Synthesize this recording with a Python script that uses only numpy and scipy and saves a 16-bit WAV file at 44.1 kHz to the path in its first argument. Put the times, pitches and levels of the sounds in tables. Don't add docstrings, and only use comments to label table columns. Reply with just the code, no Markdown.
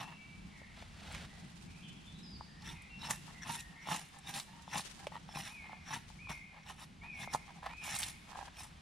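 import sys
import numpy as np
from scipy import signal
from scipy.fft import rfft, irfft, next_fast_len
from scipy.io import wavfile
from scipy.ndimage import uniform_filter1d, map_coordinates

SR = 44100
rng = np.random.default_rng(int(sys.argv[2]) if len(sys.argv) > 2 else 0)


def bounce(signal):
    frames = np.transpose(np.atleast_2d(signal))
    limited = np.clip(frames, -1, 1)
    pcm = np.round(limited * 32767).astype(np.int16)
    wavfile.write(sys.argv[1], SR, pcm)


N = 388521



def amp(db):
    return 10 ** (np.asarray(db) / 20)


def unit(x):
    return x / np.sqrt(np.mean(x ** 2) + 1e-20)


def along(points, hz):
    f, v = np.transpose(points)
    return np.interp(np.log(hz + 1), np.log(f + 1), v)


def over_time(points):
    return np.interp(np.arange(N) / SR, *np.transpose(points))


def add(track, s, sound):
    part = track[max(round(s * SR), 0):][:len(sound)]
    part += sound[:len(part)]


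def wobble(rate):
    knots = rng.standard_normal(int(N * rate / SR) + 4)
    return map_coordinates(knots, [np.arange(N) * rate / SR])


def filtered(x, response):
    n = x.shape[-1]
    m = next_fast_len(n + 8192)
    return irfft(rfft(x, m) * response(np.fft.rfftfreq(m, 1 / SR)), m)[..., :n]


def coloured(x, spectrum):
    return unit(filtered(x, lambda f: amp(along(spectrum, f))))


def ring(x, modes):
    return filtered(x, lambda f: sum(amp(db) * 1j * f * width / (hz * hz - f * f + 1j * f * width)
                                     for hz, width, db in modes))


def slips(rate, spread_db, clump_rate, clump_db):
    uneven_db = spread_db * np.clip(rng.standard_normal(N), -2, 2)
    size = amp(uneven_db + clump_db * wobble(clump_rate))
    return (rng.random(N) < rate / SR) * rng.choice([-1, 1], N) * size


def pressure(start, rise, hold, fall, steep=1, linger=1):
    range_db, bite_curve, release_curve = 22.5, 1.37, 0.95
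    t = np.arange(N) / SR - start
    near = (t > -rise) & (t < rise + hold + 3 * fall * linger)
    t, gain = t[near], np.zeros(N)
    building = np.maximum(1 - t / rise, 0) ** bite_curve
    easing = np.maximum((t - rise - hold) / (fall * linger), 0) ** release_curve
    gain[near] = amp(-range_db * (steep * building + easing))
    return gain


def swells(rows, roundness):
    gain = np.zeros(N)
    for s, length, db in rows:
        arch = np.abs(np.sin(np.linspace(0, np.pi, int(length * SR)))) ** roundness
        add(gain, s, amp(db) * arch)
    return gain


# pitch_hz, correlation (1 same, -1 opposed)
ALIKE = [(60, 0.94), (130, 1), (290, 0.48), (640, -0.22), (1410, -0.058), (3100, 1), (6820, 0.44),
         (15000, -0.5)]


def rush(spectrum):
    turn = lambda f: np.arccos(np.clip(along(ALIKE, f), -1, 1)) / 2
    balance = lambda f: np.array([np.cos(turn(f)), np.sin(turn(f))])
    mid, side = filtered(rng.standard_normal((2, N)), lambda f: amp(along(spectrum, f)) * balance(f))
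    return np.array([mid + side, mid - side]) / np.std(mid)


# time_s, level_db
RUMBLE = [(0, -66), (1.0, -58), (1.55, -62.5), (2.3, -58.5), (3.2, -61.5), (4.8, -66.5), (6.4, -61),
          (7.7, -64.5), (8.8, -58)]


def rumble():
    spectrum = [(15, -29), (30, -10.0), (48, -0.5), (90, -2.0), (120, -11), (200, -23.5), (500, -66)]
    return amp(over_time(RUMBLE) + 2.1 * wobble(4.2) + 3.1 * wobble(11)) * rush(spectrum)


# time_s, level_db
DRONE = [(0, -59.5), (2.3, -55), (4.2, -63), (5.2, -57.5), (6.3, -62.5), (6.9, -58.5), (8.8, -63)]


def drone():
    spectrum = [(60, -30), (120, -6.5), (160, 3.5), (200, -1), (260, -9.5), (320, -13.5), (450, -21.5), (900, -68)]
    return amp(over_time(DRONE) + 0.5 * wobble(3.16) + 1.64 * wobble(14)) * rush(spectrum)


# pitch_hz, level_db
AIR = [(150, 7.5), (450, -4), (800, 5.5), (1400, 0.5), (2500, 0.5), (4000, -3), (6500, -10), (10000, -14),
       (11500, -22.5), (14500, -31), (15700, -37)]


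def air():
    return amp(-63 + 1.5 * wobble(1.66)) * rush(AIR)


# start_s, length_s, level_db
RUSTLES = [(0, 0.69, -66), (.8, 1.72, -62.5), (3.1, 0.64, -60.5), (3.8, 1.5, -61.5), (4.8, 0.27, -56.5),
           (5.9, 0.55, -65.5), (7.2, 1.1, -65.5), (8.25, 0.24, -59)]


def rustle():
    leaves = [(500, -1), (3000, 2.5), (6000, 0.5), (10000, -4.5), (11500, -15), (14000, -18), (15500, -40)]
    grains = [slips(rate=3000, spread_db=4.0, clump_rate=45, clump_db=6) for _ in range(2)]
    return amp(-2.5) * swells(RUSTLES, roundness=0.32) * np.array([coloured(x, leaves) for x in grains])


# start_s, length_s, start_hz, end_hz, level_db, trill_depth_hz
SONG = [(0, 0.054, 2600, 2737, -53, 17), (0, 0.18, 2820, 2740, -65.5, 30), (0.02, .4, 2271, 2329, -62, 5.5),
        (0.499, 0.19, 2150, 1947, -60.5, 200), (1.284, 0.085, 1885, 2036, -62.5, 91),
        (1.64, 0.28, 2350, 2634, -63.5, 180), (1.822, 0.047, 3224, 3210, -53.5, 220),
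        (2.065, 0.03, 3550, 3486, -56, 97), (2.142, 0.061, 3860, 3975, -60, 50),
        (2.225, 0.053, 5230, 4850, -55.5, 34), (2.268, 0.056, 4890, 5020, -57, 20),
        (2.305, 0.072, 5010, 4380, -57, 20), (2.47, 0.088, 1840, 1812, -61.5, 61),
        (2.731, 0.11, 2370, 2206, -57, 270), (2.89, 0.094, 2756, 2706, -54.5, 13),
        (3.335, 0.089, 2063, 1980, -57, 88), (3.55, 0.12, 1882, 1821, -56, 16),
        (3.747, 0.13, 2000, 2290, -56.5, 130)]


def songbird(trill_rate=70):
    out = np.zeros(N)
    for s, length, start_hz, end_hz, db, trill_hz in SONG:
        t = np.arange(int(length * SR)) / SR
        hz = np.linspace(start_hz, end_hz, len(t)) + trill_hz * np.sin(2 * np.pi * trill_rate * t)
        tone = np.sin(2 * np.pi * np.cumsum(hz) / SR)
        add(out, s, amp(db) * signal.windows.tukey(len(t), .4) * tone)
    return out


# pitch_hz, width_hz, level_db
POLE = [(738, 29, -8), (866.6, 47, 6), (1030, 150, -2.5), (1252, 37, -4.5), (1730, 71, -1),
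        (2540, 270, -11.5), (3400, 79, -20)]


def pole(x, detune=0.07, travel_rate=7):
    place = np.clip(wobble(travel_rate), -1, 1)
    out = np.zeros(N)
    for k in (-1, 0, 1):
        share = np.sqrt(np.clip(1 - abs(place - k), 0, 1))
        modes = [(hz * (1 + detune * k), width, db + rng.normal(0, 3.64)) for hz, width, db in POLE]
        out += ring(x * share, modes)
    return out


# pitch_hz, level_db
WOOD = [(200, -34), (430, -2), (650, 1), (4000, 2), (6500, -5), (10000, -4), (15000, -15)]


def radiated(x):
    return coloured(x, WOOD)


def shifting(x, depth_db):
    z = signal.stft(x, nperseg=512)[2]
    field = uniform_filter1d(rng.standard_normal(z.shape), size=3, axis=0)
    field = uniform_filter1d(field, size=7, axis=1)
    return signal.istft(z * amp(depth_db * unit(field)), nperseg=512)[1][:N]


# pitch_hz, width_hz, level_db
BLADE = [(1900, 230, 3), (2720, 700, 14), (3540, 440, 12), (3900, 500, -46), (5355, 160, 19)]


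def scrape():
    catches = slips(rate=1400, spread_db=1.5, clump_rate=110, clump_db=2.5)
    return radiated(shifting(ring(catches, BLADE), depth_db=4))


# pitch_hz, width_hz, level_db
STEEL = [(1800, 310, 4.5), (3400, 130, -4.5), (5700, 100, 10.5), (6000, 37, -8)]


def steel():
    return radiated(ring(slips(rate=3000, spread_db=6, clump_rate=60, clump_db=7.0), STEEL))


# pitch_hz, level_db
FIBRES = [(300, -33), (2000, 0), (4500, 0), (6500, 0), (8300, -1.5), (9800, 3), (11200, -8), (13500, -8.5),
          (15500, -47)]


def tear():
    breaks = slips(rate=5600, spread_db=1.0, clump_rate=280, clump_db=2.6)
    return coloured(shifting(breaks, depth_db=3.5), FIBRES)


# start_s, biting_in_s, full_depth_s, running_out_s, chatter_level_db, scrape_level_db, tearing_level_db
CUTS = [ (0.0, 0.0013, 0.029, 0.047, -43.5, -56, -58.5), (2.595, .065, 0.054, 0.082, -53.5, -57, -62),
        (2.99, 0.052, 0.03, 0.035, -48, -50.5, -58), (3.083, 0.02, 0.0032, 0.048, -39, -52, -39),
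        (3.435, 0.066, .05, 0.054, -43, -52, -48), (3.58, 0.016, .003, 0.037, -66, -61, -54),
        (3.838, 0.078, 0.027, 0.1, -41.5, -48, -46.5), (4.231, 0.059, 0.017, 0.025, -48.5, -52.5, -52),
        (4.322, 0.024, 0.039, 0.048, -44.5, -51, -45.5), (4.685, 0.093, 0.0043, 0.039, -41, -47, -44),
        (5.286, 0.098, 0.019, .06, -45.5, -52, -51.5), (5.42, 0.04, .01, 0.13, -52.5, -56.5, -57),
        (5.86, 0.087, .006, 0.047, -40, -49, -51.5), (6.285, 0.01, 0.0088, 0.077, -46, -53.5, -53.5),
        (6.64, 0.047, 0.021, 0.052, -51.5, -58.5, -60.5), (6.76, 0.049, .03, 0.019, -56, -60, -58),
        (7.135, 0.096, 0.007, 0.023, -45, -55.5, -52.5), (7.295, 0.046, .008, 0.024, -45, -54.5, -49.5),
        (7.804, 0.046, 0.048, .1, -48, -54.5, -48.5), (7.9, 0.057, 0.0085, 0.024, -49, -48, -45),
        (7.978, 0.02, 0.038, 0.047, -58, -56, -45), (8.04, 0.026, 0.033, 0.044, -56.5, -61, -52.5),
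        (8.53, 0.057, 0.051, 0.049, -56, -61.5, -57), ]


def cuts():
    bite, edge, tearing = np.zeros((3, N))
    for s, rise, hold, fall, chatter_db, edge_db, tear_db in CUTS:
        bite += amp(chatter_db) * pressure(s, rise, hold, fall)
        edge += amp(edge_db) * pressure(s, rise, hold, fall, steep=0.76)
        tearing += amp(tear_db) * pressure(s + 0.0036, rise, hold, fall, steep=1.44, linger=1.35)
    catches = slips(rate=900, spread_db=0.0, clump_rate=120, clump_db=3)
    chatter = radiated(pole(catches))
    flex = unit(ring(ring(catches, [(155.0, 62, 0)]), [(156, 250, 0)]))
    singing = np.minimum(amp(1.0) * edge, amp(-53))
    wood = bite * (amp(-1.0) * chatter + amp(-6.0) * flex)
    blade = amp(2.5) * edge * scrape() + singing * steel()
    return wood + blade + amp(-0.5) * tearing * tear()


# start_s, level_db, struck_spot_hz
KNOCKS = [(.012, -37.5, 830), (.616, -48, 614), (0.8246, -43, 660), (2.409, -35, 950), (3.087, -38, 900),
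          (3.108, -27.5, 1090), (3.872, -35.5, 860), (3.887, -29.5, 970), (4.678, -39, 930),
          (4.745, -32, 876), (5.069, -31.5, 600), (5.119, -42.5, 800), (5.155, -36, 970),
          (5.29, -40.5, 900), (5.372, -35, 980), (5.695, -42, 845), (5.731, -36.5, 860),
          (6.102, -47.5, 860), (6.271, -44.5, 1010), (6.301, -40, 900), (7.275, -34, 830),
          (7.3475, -20, 860), (7.3506, -41, 930), (7.356, -29.5, 875), (7.629, -40, 980),
          (8.356, -38.5, 975), (8.389, -36, 910), (8.427, -39, 860)]


def knocks(contact=0.00086, rattle_db=-30, rattle_t60=.04, spot_width_hz=210, pole_db=-7, flex_db=-16):
    out, t = np.zeros(N), np.arange(SR // 10) / SR
    u = 4 * t / contact
    push = u * np.exp(-u)
    for s, db, hz in KNOCKS:
        rattle = amp(rattle_db - 60 * t / rattle_t60) * rng.standard_normal(len(t))
        force = push + signal.fftconvolve(push, rattle)[:len(t)]
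        modes = [(f, width, pole_db + level + rng.normal(0, 0.62)) for f, width, level in POLE]
        blow = ring(ring(force, modes + [(hz, spot_width_hz, 0)]), [(hz, 1.35 * hz, 0)])
        blow = signal.sosfilt(signal.butter(2, 0.85 * hz, "high", fs=SR, output="sos"), blow)
        blow = blow + ring(force, [(162, 77, flex_db)])
        add(out, s, amp(db) * blow / np.abs(blow).max())
    return out


# start_s, length_s, level_db
SLIDES = [(.06, 0.1, -57.5), (3.27, 0.047, -54.5), (3.32, 0.076, -62.5), (3.68, .11, -65),
          (4.12, 0.09, -61.5), (4.46, 0.2, -61.5), (4.97, 0.11, -61.5), (5.12, 0.063, -50),
          (5.59, 0.21, -60.5), (6.52, .1, -62), (7.02, 0.086, -57.5), (7.465, 0.06, -57.5),
          (7.545, 0.063, -62), (7.622, 0.12, -49.5), (8.27, 0.2, -54.5), (8.465, 0.028, -55.5)]


def slides():
    skips = slips(rate=700, spread_db=0.5, clump_rate=120, clump_db=2.5)
    return amp(2) * swells(SLIDES, roundness=0.48) * radiated(pole(skips))


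# pitch_hz, level_db
LITTER = [(240, -45), (400, -9.5), (816, -11), (1410, -5), (2000, -4.5), (2390, -6), (3720, -6),
          (7030, -18.5), (9230, -21), (15000, -42)]
# start_s, loading_s, full_weight_s, easing_off_s, leaves_level_db, soil_level_db
STEPS = [(.68, .13, .015, .06, -60, -67), (.84, 0.27, 0.11, 0.11, -55, -61.5),
         (1.26, 0.13, 0.067, .25, -68.5, -68)]


def step():
    leaves = coloured(slips(rate=2500, spread_db=0.5, clump_rate=83, clump_db=1.5), LITTER)
    soil = coloured(slips(rate=600, spread_db=4.5, clump_rate=80, clump_db=0.0),
                    [(300, -18), (650, 3.5), (850, 7), (1400, -18), (2500, -36)])
    return sum(pressure(s, rise, hold, fall) * (amp(leaves_db + 3.0) * leaves + amp(soil_db + 0.5) * soil)
               for s, rise, hold, fall, leaves_db, soil_db in STEPS)


# start_s, level_db, centre_hz
SNAPS = [(0.826, -45, 2220), (1.123, -37, 8040), (1.148, -26, 1980), (2.621, -41, 4470),
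         (2.820, -43.5, 9000), (3.109, -23.5, 1930), (3.108, -16, 6950), (3.604, -32, 7200),
         (3.942, -27, 6960), (4.187, -40.5, 8100), (4.340, -25.5, 3460), (4.398, -24, 4000),
         (4.621, -44, 5000), (4.779, -22.5, 5160), (4.808, -29, 3980), (4.993, -40, 2000),
         (5.069, -25.5, 2650), (5.938, -31, 1800), (6.297, -43, 6100), (7.336, -23, 5800),
         (7.348, -31, 7000), (7.952, -23.5, 8300), (7.965, -25, 7250), (7.988, -19.5, 9500),
         (8.002, -24, 8000), (8.019, -28, 6030), (8.031, -17.5, 3460), (8.634, -35.5, 8000)]


def snaps(crack_db=4, crack_t60=0.0015, splinter_t60=.045, breadth=0.33):
    out, t = np.zeros(N), np.arange(SR // 16) / SR
    for s, db, hz in SNAPS:
        decay = amp(-60 * t / splinter_t60) + amp(crack_db - 60 * t / crack_t60)
        burst = rng.standard_normal(len(t)) * decay
        add(out, s, amp(db - 22.5) * unit(ring(burst, [(hz, hz * breadth, 0)])))
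    return filtered(out, lambda f: amp(along([(9800, -5), (11500, -11), (15500, -18)], f)))


# start_s, level_db, length_s, top_hz
WHISTLES = [(5.474, -55.5, 0.25, 2563), (6.181, -53.5, 0.25, 2560), (7.008, -52.5, .3, 2560),
            (7.686, -54, .36, 2582)]
# share_of_length, share_of_top_hz, level_db
ARCH = [(0, .82, 2), (.1, .94, -0.5), (.21, 0.99, 4.5), (0.341, 0.95, 2), (0.478, .87, 2.5),
        (.7, .83, -1.5), (1, .8, -11)]


def whistler():
    out = np.zeros(N)
    at, pitch, level = np.transpose(ARCH)
    for s, db, length, top_hz in WHISTLES:
        u = np.linspace(0, 1, int(length * SR))
        tone = np.sin(2 * np.pi * np.cumsum(top_hz * np.interp(u, at, pitch)) / SR)
        add(out, s, amp(db + np.interp(u, at, level)) * signal.windows.tukey(len(u), .1) * tone)
    return out


# pitch_hz, t60_s
TREES = [(150, 0.83), (1000, 0.34), (2500, 1.45), (6000, 0.82), (14000, 0.97)]


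def echo(x, width_db=-4):
    hz, t, z = signal.stft(rng.standard_normal((2, SR)), SR, nperseg=256)
    tail = signal.istft(z * amp(-60 * t / along(TREES, hz)[:, None]), SR, nperseg=256)[1]
    tail = tail / np.linalg.norm(tail[0])
    mid, side = signal.fftconvolve(x[None], tail, axes=1)[:, :N] * amp([[0], [width_db]])
    return np.array([mid + side, mid - side])


# pitch_hz, side_gain_db
WIDTH = [(60, -21), (200, -24), (380, -7), (700, -10), (1290, -5), (2380, -11.5), (4400, -16.5),
         (8000, 2.5), (15000, -2.5)]


def spread(x, drift_rate=25):
    t = np.arange(SR // 50) / SR
    scatter = rng.standard_normal(len(t)) * amp(-60 * t / .007)
    flat = np.exp(1j * np.angle(rfft(scatter)))
    smeared = signal.fftconvolve(x, irfft(flat)[:len(t) // 2])[:N]
    side = filtered(smeared, lambda f: amp(along(WIDTH, f)))
    side = np.real(signal.hilbert(side, next_fast_len(N))[:N] * np.exp(2j * wobble(drift_rate)))
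    return np.array([x + side, x - side])


def scene():
    work = cuts() + knocks() + slides() + step() + snaps()
    near = spread(work) * amp([[-.3], [.3]]) + amp(-17.5) * echo(work)
    song = songbird() + whistler()
    answer = filtered(song, lambda f: amp(-11.0) * np.exp(-2j * np.pi * f * 0.071))
    far = amp(-1.5) * song + answer + echo(song)
    return near + far + rumble() + drone() + air() + rustle()


def record(dry):
    return filtered(dry, lambda f: f < 15700)


dry = scene()
out = record(dry)
bounce(out)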